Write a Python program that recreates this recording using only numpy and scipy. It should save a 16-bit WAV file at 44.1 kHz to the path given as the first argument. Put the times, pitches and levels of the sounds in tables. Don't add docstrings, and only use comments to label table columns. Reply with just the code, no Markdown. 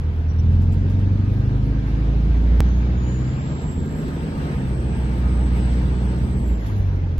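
import sys
import numpy as np
from scipy import signal
from scipy.fft import rfft, irfft, next_fast_len
from scipy.io import wavfile
from scipy.ndimage import uniform_filter1d, map_coordinates

SR = 44100
rng = np.random.default_rng(int(sys.argv[2]) if len(sys.argv) > 2 else 0)


def wrap_up_sound(samples):
    columns = np.atleast_2d(samples).T
    tamed = np.clip(columns, -1, 1)
    steps = np.round(tamed * 32767).astype(np.int16)
    wavfile.write(sys.argv[1], SR, steps)


def magnitude_from_level(level_db):
    exponent = np.asarray(level_db, float) / 20
    return 10 ** exponent


N = 317079

# time_s, crank_hz
CRANK = [(0, 20), (.3, 20.05), (.6, 22), (1, 23.9), (1.6, 26), (2.2, 27.69), (2.8, 30.08), (3.2, 31.56),
         (3.6, 32.84), (4.25, 34.45), (4.45, 34), (4.75, 31.3), (5.0, 30.7), (5.5, 30.1), (6.42, 30.95),
         (6.6, 27.02), (6.85, 23.3), (7.19, 21.06)]
# time_s, load_db
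LOAD = [(0, 1.5), (.3, 2.5), (.55, 4), (1.2, 3.5), (2, 4), (2.8, 3.5), (3.2, 0.8), (3.7, -5.5),
        (4.05, -10.5), (4.3, -4.5), (4.52, -2), (4.85, -2), (5.4, 2.5), (6, 2.5), (6.4, -0.6), (6.62, -3.5),
        (6.8, 0), (7.19, -6.5)]
PEDAL_DOWN_S, PEDAL_UP_S, PEDAL_MOVE_S = .28, 6.44, .2

MAJOR_ORDERS = (2, 3, 4, 5, 6, 9, 10)
MAJOR_DB = (-25.5, -40, -26, -29, -29, -38.5, -34.5)
MAJOR_COAST_DB = (3.6, -8, 2.5, -13.5, 1.5, -9.5, -6.5)
# multiple, level_db
MINOR_ORDERS = [(1.5, -39.5), (2.5, -41.5), (3.5, -37), (4.5, -36.5), (5.5, -45), (6.5, -38.5), (7, -39),
                (7.5, -41.5), (8, -37), (11, -40), (12, -42), (13, -44.5), (14, -43.5)]
MINOR_DB, MINOR_LOAD, MINOR_COAST_DB = -1.5, 0.1, -4.5
# centre_hz, width_hz, level_db
PIPE = [(45, 6.8, -2), (58.08, 8.5, 7.5), (73.1, 5.7, 4.5), (86, 11.1, 6.5), (96.9, 14.7, 4),
        (127.65, 11.1, 1.5), (137.6, 11, -3.5), (168, 21, -9.5), (186.5, 27, -6.5), (214.4, 20, 3.6),
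        (262, 17, -4.5), (327, 130, -7)]
# pitch_hz, gain_db
CABIN = [(30, -19), (45, -14), (60, 7.5), (75, 7.5), (105, -2), (127, -11.5), (152, 7.5), (175, -6.5),
         (198, 5), (217, -2.5), (245, -1), (268, 0.5), (300, 1.5), (370, -10)]
BEND_RAD, BEND_PER_HZ, BEND_AT_HZ = .21, -.065, 21

# time_s, shake_db
SHAKE = [(0, -1), (.35, -4.5), (1.1, -4), (2.2, -0.5), (3.05, -2), (3.6, -4.5), (3.95, 6), (4.15, 5),
         (4.5, 5.5), (4.85, 2.5), (6.2, 4), (6.61, 8), (6.8, 5), (7.19, -8)]
# pitch_hz, density_db (per Hz)
RUMBLE = [(12, -36), (25, -11), (40, -2.5), (60, 1.5), (80, 3), (105, -17), (150, 0), (200, -5.5),
          (300, -10), (450, -13.5), (700, -28), (950, -65.5)]
RUMBLE_DB, RUMBLE_SHAKE, RUMBLE_COAST_DB, RATTLE_DB = -29, 0.43, -3.5, -70.5
# pitch_hz, density_db (per Hz)
ROAR = [(240, -44.5), (400, -8.5), (433, -9.5), (599, -10.5), (885, -9.5), (1180, -14.5), (1230, -15),
        (1330, -15), (1590, -15), (4230, -27), (5780, -32.5), (9000, -48.5), (11700, -83.5), (19800, -120)]
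ROAR_DB, ROAR_SPEED, ROAR_LOAD, ROAR_COAST_DB = -40.5, 1.3, 0.059, 0.44
# centre_hz, width_hz, gain_db
PANELS = [(910, 8.9, 6.5), (1238, 4.3, 12), (1602, 7.5, 8.5), (2310, 11, 6.5)]
# middle_s, length_s, change_db
GEAR = [
    (4.3, 0.28, -1),
    (5.557, 1.64, 1.5),
]
DULL_SHARE, DULL_HZ = 0.15, 2500

# pitch_hz, density_db (per Hz)
TRIM = [(7000, -31.5), (8500, -18.5), (9700, -7.5), (10800, -4.5), (12000, -1), (13200, -5.5), (14000, -13)]
# pitch_hz, density_db (per Hz)
KNOCK_COLOUR = [(1500, -59.5), (2500, -3.5), (8000, -9.0), (9500, -35.0)]
# start_s, peak_db
KNOCKS = [(0.5201, -49.5), (0.6139, -45.5), (0.719, -43), (0.8933, -46), (0.991, -55), (1.3238, -61),
          (1.5494, -56), (1.8621, -58), (2.0594, -66), (2.3659, -50), (3.028, -59), (3.6201, -47),
          (3.7198, -48), (3.858, -49), (4.0247, -47), (4.083, -42), (4.3778, -62), (4.5515, -56),
          (4.976, -64), (5.392, -65), (5.5706, -48), (6.4297, -61), (6.5255, -58), (6.669, -41)]
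# start_s, length_s, pitch_hz, level_db
SQUEAKS = [
    (0.283, 0.042, 5720, -52.5),
    (0.327, 0.046, 5720, -69),
    (0.386, 0.025, 5660, -49),
    (.41, 0.056, 5660, -68),
    (6.86, .06, 5600, -65),
    (6.959, 0.077, 5700, -67),
]

# time_s, pitch_hz, level_db
TURBO = [(2.58, 6060, -81), (2.7, 6290, -59), (2.88, 6650, -69.5), (3.1, 6910, -55), (3.5, 7470, -60.5),
         (4.35, 8000, -62.5), (4.8, 8060, -61), (6.42, 7950, -61), (6.55, 7450, -66), (6.9, 5850, -72.5),
         (7.19, 5030, -85)]
# time_s, pitch_hz, level_db
DRIVELINE = [
    (2.9, 74.6, -52),
    (3.2, 76.26, -38.5),
    (3.8, 83.1, -26.5),
    (4.1, 79.65, -41.5),
    (4.6, 83.1, -39.5),
    (4.9, 77.2, -52),
    (6.5, 70, -59.5),
    (6.8, 60.3, -31),
    (7.19, 55.8, -35.5),
]
FAN_RATIO, FAN_ON_S, FAN_DB = 4.7, 3.1, -36

# pitch_hz, likeness (0-1)
ALIKE = [(60, 0.94), (250, 0.98), (500, 0.58), (1000, 0.28), (2000, 0.31), (4000, 0.3), (8000, 0.1),
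         (13000, 0)]
# pitch_hz, lead_rad
LEAD = [(30, .06), (60, 0.063), (250, 0.35), (520, 0.1), (1120, 2.83), (1800, 2.8), (3450, 6), (5700, 3.66),
        (8000, 6.3)]
# pitch_hz, difference_db
LEAN = [(60, -0.5), (110, 0.5), (200, -1), (380, -1.5), (700, -1), (1290, -1), (2380, 1.5), (4400, -0.5),
        (8120, -6.5), (15000, -2.5)]
LOST_AT, LOST_TURNS = 2.60497, 1 / 4
# pitch_hz, depth_db
HEARD = [(1000, 11), (3000, 11.5), (4500, 12), (6000, 16), (7200, 16), (8300, 10.5), (9300, 4.5),
         (10500, 7), (13000, 10)]
FIRST_TOP_HZ, LAST_TOP_HZ = 13120, 16820


def unit(x):
    return x / np.sqrt(np.mean(x ** 2) + 1e-20)


def along(points, hz):
    f, v = np.transpose(points)
    return np.interp(np.log(hz + 1), np.log(f + 1), v)


def curves(rows):
    s, *cols = np.transpose(rows)
    return [np.interp(np.arange(N) / SR, s, c) for c in cols]


def wobble(rate):
    knots = rng.standard_normal(int(N * 400 / SR) + 4)
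    return map_coordinates(knots, [np.arange(N) * rate / SR])


def filtered(x, response, edge="odd"):
    m = next_fast_len(N + SR // 4)
    rim = [(0, 0)] * (x.ndim - 1) + [(2048, 2048)]
    spectrum = rfft(np.pad(x, rim, "reflect", reflect_type=edge), m)
    return irfft(spectrum * response(np.fft.rfftfreq(m, 1 / SR)), m)[..., 2048:2048 + N]


def rush(gain, patchy_db):
    z = signal.stft(rng.standard_normal((2, N + 512)), nperseg=512)[2]
    field = uniform_filter1d(rng.standard_normal(z.shape[1:]), size=5, axis=0)
    field = uniform_filter1d(field, size=10, axis=1)
    noise = signal.istft(z * magnitude_from_level(patchy_db * unit(field)), nperseg=512)[1][:, :N]
    return unit(filtered(noise, gain, edge="even"))


def coasting():
    t = np.arange(N) / SR
    until_down = PEDAL_DOWN_S + PEDAL_MOVE_S - t
    since_up = t - PEDAL_UP_S
    return np.clip(np.maximum(until_down, since_up) / PEDAL_MOVE_S, 0, 1)


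def crank_angle():
    hz = curves(CRANK)[0] + .05 * wobble(6)
    angle = 2 * np.pi * np.cumsum(hz) / SR
    return angle - angle[int(LOST_AT * SR)] - np.pi / 2


def boom(angle):
    (hz,), (load_db,), coast = curves(CRANK), curves(LOAD), coasting()
    grid_hz = np.arange(20, 400, .25)
    power = 0
    for centre, width, db in PIPE:
        power = power + magnitude_from_level(db) ** 2 / (1 + (2 * (grid_hz - centre) / width) ** 2) ** 2
    pipe_gain = np.sqrt(power)
    bend = BEND_RAD + BEND_PER_HZ * (hz - BEND_AT_HZ)
    out = 0
    for k, db, coast_db in zip(MAJOR_ORDERS, MAJOR_DB, MAJOR_COAST_DB):
        phase = k * angle - .36 + bend * (min(k, 6) ** 2 - 4)
        pulse = magnitude_from_level(.7 * wobble(9)) * np.cos(phase)
        out += magnitude_from_level(db + load_db + coast_db * coast) * np.interp(k * hz, grid_hz, pipe_gain) * pulse
    weak_db = MINOR_DB + MINOR_LOAD * load_db + MINOR_COAST_DB * coast
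    for k, db in MINOR_ORDERS:
        drift = rng.uniform(0, 2 * np.pi) + .4 * wobble(1.2)
        sway_db = 1.4 * wobble(3)
        out += magnitude_from_level(db + weak_db + along(CABIN, k * hz) + sway_db) * np.cos(k * angle + drift)
    return np.sqrt(2) * out


def roar(angle):
    (hz,), (load_db,), (shake_db,), coast = curves(CRANK), curves(LOAD), curves(SHAKE), coasting()
    t = np.arange(N) / SR
    gear_db = sum(db * np.clip(1 - abs(2 * (t - s) / length), 0, 1) for s, length, db in GEAR)
    speed_db = 20 * np.log10(hz / 30)
    roar_db = ROAR_DB + ROAR_SPEED * speed_db + ROAR_LOAD * load_db + ROAR_COAST_DB * coast + gear_db

    rumble_db = RUMBLE_DB + RUMBLE_SHAKE * shake_db + RUMBLE_COAST_DB * coast + 0.37 * wobble(12)
    rumble = magnitude_from_level(rumble_db) * rush(lambda f: magnitude_from_level(along(RUMBLE, f)), patchy_db=-1.0)

    def ring(f):
        return 1 + sum((magnitude_from_level(db) - 1) / (1 + (2 * (f - c) / w) ** 2) for c, w, db in PANELS)

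    firing = 1 + 0.049 * np.cos(2 * angle)
    noise = rush(lambda f: magnitude_from_level(along(ROAR, f)) * ring(f), patchy_db=1.25)
    hiss = filtered(noise, lambda f: 1 / (1 + (DULL_HZ / (f + 1)) ** 4))
    noise = noise - DULL_SHARE * coast * hiss
    return rumble + magnitude_from_level(roar_db + 0.98 * wobble(4.2)) * firing * noise


def trim():
    t = np.arange(N) / SR
    level = magnitude_from_level(RATTLE_DB + curves(SHAKE)[0] + 2.4 * wobble(14) + 2.2 * wobble(56))
    jolts = np.zeros(N)
    jolts[[int(s * SR) for s, _ in KNOCKS]] = [magnitude_from_level(db - 13.5) for _, db in KNOCKS]
    decay_t = t[:SR // 5]
    decay = magnitude_from_level(-60 * decay_t / 0.15) * (1 - np.exp(-decay_t / 0.0024))
    jolts = signal.fftconvolve(jolts, decay)[:N]
    fizz = (level + jolts) * rush(lambda hz: magnitude_from_level(along(TRIM, hz)), patchy_db=0)
    fizz += magnitude_from_level(6.5) * jolts * rush(lambda hz: magnitude_from_level(along(KNOCK_COLOUR, hz)), patchy_db=-3.5)
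    squeak = 0
    for s, length, hz, db in SQUEAKS:
        swell = np.clip(5.1 * (1 - abs(2 * (t - s) / length - 1)), 0, 1)
        squeak = squeak + magnitude_from_level(db) * swell * np.sin(2 * np.pi * hz * t)
    return fizz + squeak * magnitude_from_level(1.5 * wobble(53))


def turbo(angle):
    hz, db = curves(TURBO)
    swing_hz = 190 * (hz / 8000) ** 3 * np.cos(2 * angle)
    jitter_hz = (26 + 60 * coasting()) * wobble(22)
    spin = 2 * np.pi * np.cumsum(hz + jitter_hz + swing_hz) / SR
    tone = np.sin(spin) + magnitude_from_level(-16.5) * np.sin(2 / 3 * spin)
    tone = magnitude_from_level(db + 0.99 * wobble(9)) * tone
    echoes = rng.standard_normal((2, SR // 10)) * magnitude_from_level(-60 * np.arange(SR // 10) / SR / .15)
    echoes = echoes / np.linalg.norm(echoes[0])
    return tone + magnitude_from_level(6) * signal.fftconvolve(tone[None], echoes, axes=1)[:, :N]


def driveline():
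    hz, db = curves(DRIVELINE)
    phase = 2 * np.pi * np.cumsum(hz + 0.58 * wobble(3.2)) / SR
    return np.sqrt(2) * magnitude_from_level(db + 1.5 * wobble(37)) * np.sin(phase)


def fan(angle):
    grip = np.clip((np.arange(N) / SR - FAN_ON_S) / 0.19, 0, 1) * (1 - coasting())
    tone = np.cos(FAN_RATIO * angle + 0.47 * wobble(1.9))
    return np.sqrt(2) * grip * magnitude_from_level(FAN_DB + 2.8 * wobble(3.63)) * tone


def ports(direct, diffuse):
    sign = np.array([[.5], [-.5]])

    def turn(hz):
        return np.arccos(np.clip(along(ALIKE, hz), 0, 1)) / 2

    def place(hz):
        return magnitude_from_level(sign * along(LEAN, hz)) * np.exp(1j * sign * along(LEAD, hz))

    shared = filtered(direct, lambda hz: np.cos(turn(hz)) * place(hz))
    return shared + filtered(diffuse, lambda hz: 2 * sign * np.sin(turn(hz)) * place(hz))


def scene():
    angle = crank_angle()
    low = boom(angle) + driveline() + fan(angle)
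    direct, diffuse = roar(angle) + trim() + turbo(angle)
    return ports(direct + low, diffuse + 0.33 * np.roll(low, 300))


def masked(x):
    hz, _, z = signal.stft(x, SR, nperseg=2048, noverlap=1024)
    centre_hz = hz[2:1024:4, None]
    power = np.sum(abs(z[:, :1024]) ** 2, axis=0)
    db = 10 * np.log10(uniform_filter1d(power, size=8, axis=0)[2::4] + 1e-16)
    masker = np.where(centre_hz > 3000, db, -200)
    spread = [np.roll(masker, k, axis=0) - .3 * k for k in range(24)]
    loudest = np.max([db] + spread, axis=0)
    narrow = unit(uniform_filter1d(rng.standard_normal(db.shape), size=4, axis=1))
    broad = unit(uniform_filter1d(rng.standard_normal(db.shape), size=14, axis=0))
    margin = db - loudest + along(HEARD, centre_hz) + 4.5 * narrow + 4.5 * broad
    kept = np.clip(margin / 1.5, 0, 1) ** (centre_hz > 900)
    z[:, :1024] *= np.repeat(kept, 4, axis=0)
    relative = abs(z) ** 2 / uniform_filter1d(abs(z) ** 2 + 1e-20, size=16, axis=1)
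    z *= np.clip(relative / .45, 0, 1) ** (hz > 900)[:, None]
    z = z * (hz < FIRST_TOP_HZ)[:, None]
    return signal.istft(z, SR, nperseg=2048, noverlap=1024)[1][:, :N]


def band_limit(x):
    return signal.sosfilt(signal.butter(12, 16820, fs=SR, output="sos"), x)


def record(dry):
    cut = int(LOST_AT * SR)
    lost = int(LOST_TURNS * SR / curves(CRANK)[0][cut])
    kept = np.delete(masked(dry), slice(cut, cut + lost), axis=1)
    kept = np.pad(kept, [(0, 0), (0, lost)], "reflect", reflect_type="odd")
    edge = signal.butter(12, LAST_TOP_HZ, fs=SR, output="sos")
    mix = signal.sosfiltfilt(edge, kept)
    return band_limit(mix)


dry = scene()
out = record(dry)
wrap_up_sound(out)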